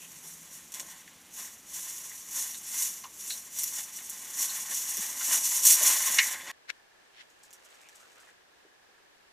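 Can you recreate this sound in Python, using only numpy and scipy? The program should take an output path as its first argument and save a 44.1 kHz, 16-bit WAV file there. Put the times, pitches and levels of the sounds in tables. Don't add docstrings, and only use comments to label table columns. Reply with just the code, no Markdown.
import sys
import numpy as np
from scipy import signal
from scipy.fft import rfft, irfft
from scipy.io import wavfile
from scipy.ndimage import uniform_filter1d

SR = 44100
rng = np.random.default_rng(int(sys.argv[2]) if len(sys.argv) > 2 else 0)


def generate_wav(sig):
    pcm = np.round(np.clip(np.atleast_2d(sig).T, -1, 1) * 32767).astype(np.int16)
    wavfile.write(sys.argv[1], SR, pcm)


N = 411276
TIME = np.arange(N) / SR
FREQS = np.fft.rfftfreq(8192, 1 / SR)
HILLSIDE_START_S = 6.516

# (frequency [Hz], density [dB per Hz])
GRASS_SPECTRUM = [(60, -66.5), (300, -52), (1000, -28.5), (2500, -15), (4000, -13.5), (5100, -11.5),
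                  (5800, 2.5), (7000, -2.5), (8000, -3.5), (9400, -9), (10400, -2.5), (12300, -5),
                  (14800, -7.5), (15500, -28)]
# (frequency [Hz], density [dB per Hz])
FIELD_SPECTRUM = [(25, -21), (70, -2.5), (120, -8.5), (180, 0), (300, -2.5), (500, -8), (1000, -9),
                  (3000, -7.5), (14000, -25)]
HILL_SPECTRUM = [(25, -14.5), (70, -14), (130, -15.5), (270, -11.5), (380, -6.5), (600, -7.5), (770, -6.5),
                 (1250, -9), (1750, -7), (2100, -10), (6000, -17.5), (15000, -30)]


def undb(db):
    return 10 ** (np.asarray(db) / 20)


def unit(x):
    return x / np.sqrt(np.mean(x ** 2))


def loudest(x, span_s):
    power = uniform_filter1d(x ** 2, int(span_s * SR), mode="constant")
    return x / np.sqrt(power.max())


def walk(rate):
    k = int(SR / rate)
    steps = np.repeat(rng.standard_normal(N // k + 1), k)
    return unit(uniform_filter1d(steps, k))[:N]


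def colour(x, points, ring_db=0):
    hz, db = np.transpose(points)
    broad_db = np.interp(np.log(FREQS + 1), np.log(hz), db)
    cepstrum = irfft(np.log(undb(broad_db + ring_db)))
    half = len(FREQS) - 1
    cepstrum[1:half] *= 2
    cepstrum[half + 1:] = 0
    response = irfft(np.exp(rfft(cepstrum)))[:half]
    return signal.fftconvolve(x, response)[:len(x)]


def bump(hz, width):
    return 1 / (1 + (2 * (FREQS - hz) / width) ** 2)


def resonate(x, hz, width_hz):
    edges = [hz - width_hz / 2, hz + width_hz / 2]
    return signal.sosfilt(signal.butter(2, edges, "band", fs=SR, output="sos"), x)


def crackle(rate, spread_db):
    size = undb(spread_db * np.minimum(rng.exponential(size=N), 5))
    return unit((rng.random(N) < rate / SR) * rng.choice([-1, 1], N) * size)


def swell(s, rise, fall, shape=1):
    distance = np.maximum((s - TIME) / rise, (TIME - s) / fall)
    return np.exp(-np.minimum(distance, 30) ** shape)


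def together(envelopes):
    return np.sqrt(sum(e ** 2 for e in envelopes))


def add(out, s, sound):
    i = max(int(s * SR), 0)
    out[i:i + len(sound)] += sound[:N - i]


def case_ring(thicket_db=3.7, ring_s=.008, full_hz=3500):
    # (centre [Hz], width [Hz], lift [dB])
    modes = [(550, 50, 8.5), (878, 60, 5.5), (1060, 130, 9.5), (1500, 90, 2.5), (1718, 110, 3),
             (2085, 90, 4), (2930, 240, 4.5), (3504, 78, 10), (4220, 60, 5.5), (4320, 70, 1.5),
             (6126, 110, -1), (6260, 50, 0.5), (7000, 470, 7), (7750, 110, 0.5), (8550, 50, 2.5),
             (8470, 120, 10), (9650, 70, 10), (11200, 60, 4)]
    t = TIME[:2 * len(FREQS) - 2]
    burst = rng.standard_normal(len(t)) * t * np.exp(-2 * t / ring_s)
    thicket = unit(rfft(burst).real)
    depth_db = thicket_db * np.minimum(FREQS / full_hz, 1)
    main_db = sum(db * bump(hz, width) for hz, width, db in modes)
    return main_db + depth_db * 2 * np.tanh(thicket / 2)


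def gait():
    # (time [s], distance [m])
    path = [(0, 4.9), (1.2, 12.2), (3.1, 5.84), (4.2, 2.43), (5.1, 1.16), (5.9, 1.2), (6.5, 0.78)]
    # (time of the fastest moment [s], grass level at 1 m [dB],
    # rise constant [s], fall constant [s], trouser rub relative to grass [dB])
    swishes = [(.125, -33, 0.012, .03, -16), (.24, -31, 0.014, 0.17, -20), (.57, -28.5, 0.089, 0.074, -12),
               (.755, -22.5, 0.019, 0.11, -7), (.89, -30, .04, 0.19, -2.5), (1.395, -17, 0.048, 0.096, -10),
               (1.755, -17.5, 0.057, 0.18, -16.5), (1.87, -22.5, 0.059, 0.44, -13),
               (2.14, -30, 0.023, 0.051, -16.5), (2.384, -14, 0.077, 0.15, -16),
               (2.823, -14, 0.13, 0.11, -16), (3.21, -26.5, .02, 0.044, -23),
               (3.29, -22.5, 0.078, .12, -20), (3.599, -20, 0.051, 0.11, -19),
               (3.786, -21.5, 0.1, .055, -16), (3.972, -29, 0.041, 0.04, -26),
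               (4.431, -22.5, 0.075, 0.051, -18), (4.56, -29, 0.12, .07, -13),
               (4.77, -26, 0.075, 0.11, -17.5), (4.89, -32.5, 0.042, 0.21, -37),
               (5.255, -28, 0.071, 0.056, -19), (5.345, -22, 0.048, 0.047, -10),
               (5.46, -35, .03, 0.045, -18), (5.57, -23.5, 0.14, 0.035, -23), (5.7, -18, 0.073, 0.088, -22),
               (5.871, -19.5, 0.077, 0.078, -11), (6.07, -26, 0.24, 0.18, -11),
               (6.326, -32.5, 0.048, 0.011, -17.5)]
    # (time of full weight [s], level at 1 m [dB])
    footfalls = [(.25, -49), (.81, -39), (1.4, -42), (2.395, -43), (2.88, -49), (3.31, -48), (3.795, -51),
                 (4.22, -64), (4.39, -51), (5.345, -47.5), (5.885, -46.5), (6.18, -55)]
    brush_db, rub_floor_db, scrape_db = -36, -45.5, -61.5
    halt_s, halt_fall_s, halt_db = 6.34, 0.008, -14.5
    press_s, lift_s = .05, .05
    swish_shape = 1.44

    near = 1 / np.interp(TIME, *np.transpose(path))
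    halted = 1 - np.exp(-np.maximum(TIME - halt_s, 0) / halt_fall_s)
    stalks = [undb(brush_db + halt_db * halted)]
    cloth = [undb(rub_floor_db)]
    for s, db, rise, fall, rub_db in swishes:
        sweep = undb(db) * swell(s, rise, fall, swish_shape)
        stalks.append(sweep)
        cloth.append(sweep * undb(rub_db))
    boots = [undb(scrape_db)]
    boots += [undb(db) * swell(s, press_s, lift_s) for s, db in footfalls]
    return near * together(stalks), near * together(cloth), near * together(boots)


def grass(ring, sweep, flick_limit=3.5):
    flicks = crackle(rate=4000, spread_db=0.5) * undb(2.3 * walk(rate=130))
    flicks = 2 * flick_limit * np.tanh(flicks / (2 * flick_limit))
    blades = undb(0.5) * rng.standard_normal(N)
    bunches = undb(1.1 * walk(rate=110))
    tufts = undb(1.0 * walk(rate=25))
    rustle = (flicks + blades) * bunches * tufts
    return unit(colour(rustle, GRASS_SPECTRUM, ring)) * sweep


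def body(ring, rub, tread):
    # (frequency [Hz], density [dB per Hz])
    fabric = [(60, -49), (300, -26), (650, -10), (830, -4.5), (1050, -5), (1300, -6), (1950, 2.5),
              (2600, -5), (3500, -3.5), (4800, -9), (7000, -8.5), (14000, -30.5)]
    sole = [(40, -22), (120, -13.5), (220, 5), (330, 5.5), (450, -0.5), (700, 3.5), (1200, -4.5),
            (2500, -32)]
    grains = crackle(rate=5000, spread_db=2.5) * undb(2.17 * walk(rate=45))
    cloth = unit(colour(grains, fabric, ring))
    boots = unit(colour(crackle(rate=1000, spread_db=4.5), sole, ring))
    return cloth * rub + boots * tread


def drone(hz=168, width_hz=30, start_db=-63, fade_db_per_s=11.5):
    hum = unit(resonate(rng.standard_normal(N), hz, width_hz))
    return hum * undb(start_db - fade_db_per_s * TIME)


def air(points, db, side_db, waver_db=.5):
    mid, side = (unit(colour(rng.standard_normal(N), points)) * undb(waver_db * walk(rate=8.2))
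                 for _ in range(2))
    return undb(db) * (mid + undb(side_db) * side * np.array([[1], [-1]]))


def creases(width=.25):
    # (time of the loudest moment [s], level [dB], pitch [Hz], time constant [s])
    folds = [(.035, -52, 2750, 0.034), (6.05, -42, 1950, 0.026), (6.184, -32, 1950, 0.017),
             (6.326, -46.5, 1900, 0.13), (6.502, -39.5, 1900, 0.0076), (7.865, -60.5, 2400, 0.031),
             (8.03, -64, 1390, .04), (8.2, -61.5, 1390, 0.035), (8.288, -58.5, 1790, .025)]
    weave = crackle(rate=6600, spread_db=4.0) * undb(1.3 * walk(rate=27))
    out = np.zeros(N)
    for s, db, hz, length in folds:
        band = unit(resonate(weave, hz, hz * width))
        out += band * undb(db) * swell(s, length, length, 2.6)
    return out


def snaps(ring, crack_s=0.00091, gap_s=0.0057, splinter_db=-8):
    # (time [s], level [dB], time for splintering to fall 40 dB [s], woody body lift [dB])
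    breaks = [(0.7207, -42, .02, 2), (0.74, -35.5, .05, 5), (0.7974, -34, .04, 14), (2.823, -29, .08, -8),
              (3.587, -30, .1, -2), (3.6348, -26.5, .02, -3), (3.964, -46, .12, 0), (4.097, -34, .08, -20),
              (4.97, -30.5, .05, 2), (5.635, -30, .03, -4), (5.653, -17, .1, -11.5),
              (5.668, -15, .16, -6.5), (5.703, -20.5, .14, -7.5), (5.723, -19.5, .06, -8),
              (5.83, -20, .08, -7), (7.507, -54.5, .02, 16), (7.529, -49, 0.091, 4),
              (7.888, -52.5, 0.018, 14)]
    out, t = np.zeros(N), TIME[:SR // 5]
    first = np.exp(-t / crack_s)
    second = (t > gap_s) * np.exp(-np.abs(t - gap_s) / crack_s)
    for s, db, length, wood_db in breaks:
        splinter = undb(splinter_db - 40 * t / length)
        fibres = rng.standard_normal(len(t)) * (first + second + splinter)
        snap = colour(fibres, GRASS_SPECTRUM, ring + wood_db * bump(2400, 5000))
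        add(out, s, loudest(snap, .006) * undb(db))
    return out


def blow(ring, hz, t60, clack_db, spread=0.15):
    # (frequency [Hz], density [dB per Hz])
    contact_spectrum = [(60, -50.5), (300, -29.5), (900, -18), (1500, 2.5), (2000, 2), (4300, 3),
                        (5000, -5), (5600, 4), (8000, -11.5), (14000, -33)]
    t = TIME[:SR // 3]
    chatter, modes = rng.standard_normal((2, len(t)))
    contact = np.exp(-t / .007) - .7 * np.exp(-t / .002)
    clack = colour(chatter * contact, contact_spectrum, ring)
    width_hz = spread * min(hz, 2500) + 90
    rung = resonate(modes, hz, width_hz) * undb(-60 * t / t60)
    return undb(clack_db) * loudest(clack, .012) + loudest(rung, .012)


def gear(ring):
    # (time [s], ring level [dB], ring frequency [Hz], ring decay T60 [s],
    # clack relative to ring [dB])
    knocks = [(1.074, -52, 1930, 0.081, -4), (2.115, -52, 1860, 0.074, -6), (2.543, -50, 3930, 0.082, -1),
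              (3.038, -44.5, 1033, 0.12, -0.5), (3.303, -36.5, 4040, 0.15, -4),
              (3.986, -54, 1730, 0.051, 4.5), (4.493, -41, 4090, 0.12, -18), (4.979, -49.5, 220, 0.09, 3),
              (5.209, -45, 1440, 0.13, 3), (5.805, -45, 574, 0.14, 4), (6.098, -54.5, 241, 0.13, -14),
              (6.185, -21, 2086, 0.17, 2.5), (8.645, -60, 384, 0.1, -25)]
    out = np.zeros(N)
    for s, db, hz, t60, clack_db in knocks:
        add(out, s, undb(db) * blow(ring, hz, t60, clack_db))
    return out


def whirr(hz=1720, width_hz=190, turn_hz=26.6, db=-73):
    rasp = np.exp(1.5 * np.cos(2 * np.pi * turn_hz * TIME))
    return unit(resonate(rng.standard_normal(N), hz, width_hz) * rasp) * undb(db)


def jacket(ring, motion, ear, rustle_db=-61):
    # (time of the loudest moment [s], level [dB], rise constant [s], fall constant [s],
    # left minus right for ears at 1 and -1 [dB], brightest frequency [Hz])
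    scuffs = [(6.702, -27, 0.0053, 0.004, 1, 2280), (7.212, -43, 0.023, 0.008, -1, 3190)]
    # (frequency [Hz], density [dB per Hz])
    jacket_spectrum = [(60, -38), (200, -20), (450, -1.5), (900, -4), (1500, -3), (3000, -4.5), (5000, -14),
                       (12000, -30)]
    sleeve_spectrum = [(150, -24), (1100, -17.5), (1520, -2), (1800, -1), (2270, -2), (3000, -8.5),
                       (4200, -7), (5100, -14), (5550, -9), (6100, -16), (8000, -22), (14000, -35)]
    weave = crackle(rate=3300, spread_db=4.0) * undb(1.0 * walk(rate=28))
    out = unit(colour(weave, jacket_spectrum)) * motion * undb(rustle_db)
    for s, db, rise, fall, pan_db, hz in scuffs:
        peaks_db = 0.51 * ring + 7 * bump(hz, 0.13 * hz)
        sleeve = unit(colour(weave, sleeve_spectrum, peaks_db))
        out = out + sleeve * swell(s, rise, fall, shape=0.99) * undb(db + ear * pan_db / 2)
    return out


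def sitter(ring):
    # (time of the loudest moment [s], level before filter and final gain [dB])
    flick_times = [(7.303, -63), (7.435, -54), (7.45, -60), (7.648, -55), (7.703, -62), (7.745, -61),
                   (7.815, -59), (7.957, -53), (8.003, -57), (8.202, -59)]
    # (frequency [Hz], filter gain before the final gain [dB])
    stalk_spectrum = [(1000, -30.5), (4500, -6.5), (6000, 0), (7500, 1.5), (10000, -7), (15000, -14)]
    start_s, end_s, attack_s, release_s = 7.69, 8.3, 0.4, 0.034
    flick_rise_s, flick_fall_s = 0.0037, .018

    early = np.maximum(start_s - TIME, 0)
    late = np.maximum(TIME - end_s, 0)
    motion = np.exp(-early / attack_s - late / release_s)
    flicks = [undb(db) * swell(s, flick_rise_s, flick_fall_s) for s, db in flick_times]
    stirring = crackle(rate=500, spread_db=0.5) * undb(-67.5) * motion
    flicking = crackle(rate=3200, spread_db=2.0) * together(flicks)
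    stalks = undb(7.0) * colour(stirring + flicking, stalk_spectrum)
    return np.array([jacket(ring, motion, 0.96), jacket(ring, motion, -0.9)]) + stalks


def scene():
    ring = case_ring()
    sweep, rub, tread = gait()
    approach = grass(ring, sweep) + body(ring, rub, tread) + drone()
    approach = approach + air(FIELD_SPECTRUM, -59.5, side_db=-40.0)
    hillside = sitter(ring) + whirr() + air(HILL_SPECTRUM, -64.5, side_db=1.5)
    places = np.where(TIME < HILLSIDE_START_S, approach, hillside)
    return places + snaps(ring) + gear(ring) + creases()


def record(dry, top_hz=15400):
    return signal.sosfilt(signal.ellip(10, .2, 80, top_hz, fs=SR, output="sos"), dry)


dry = scene()
out = record(dry)
generate_wav(out)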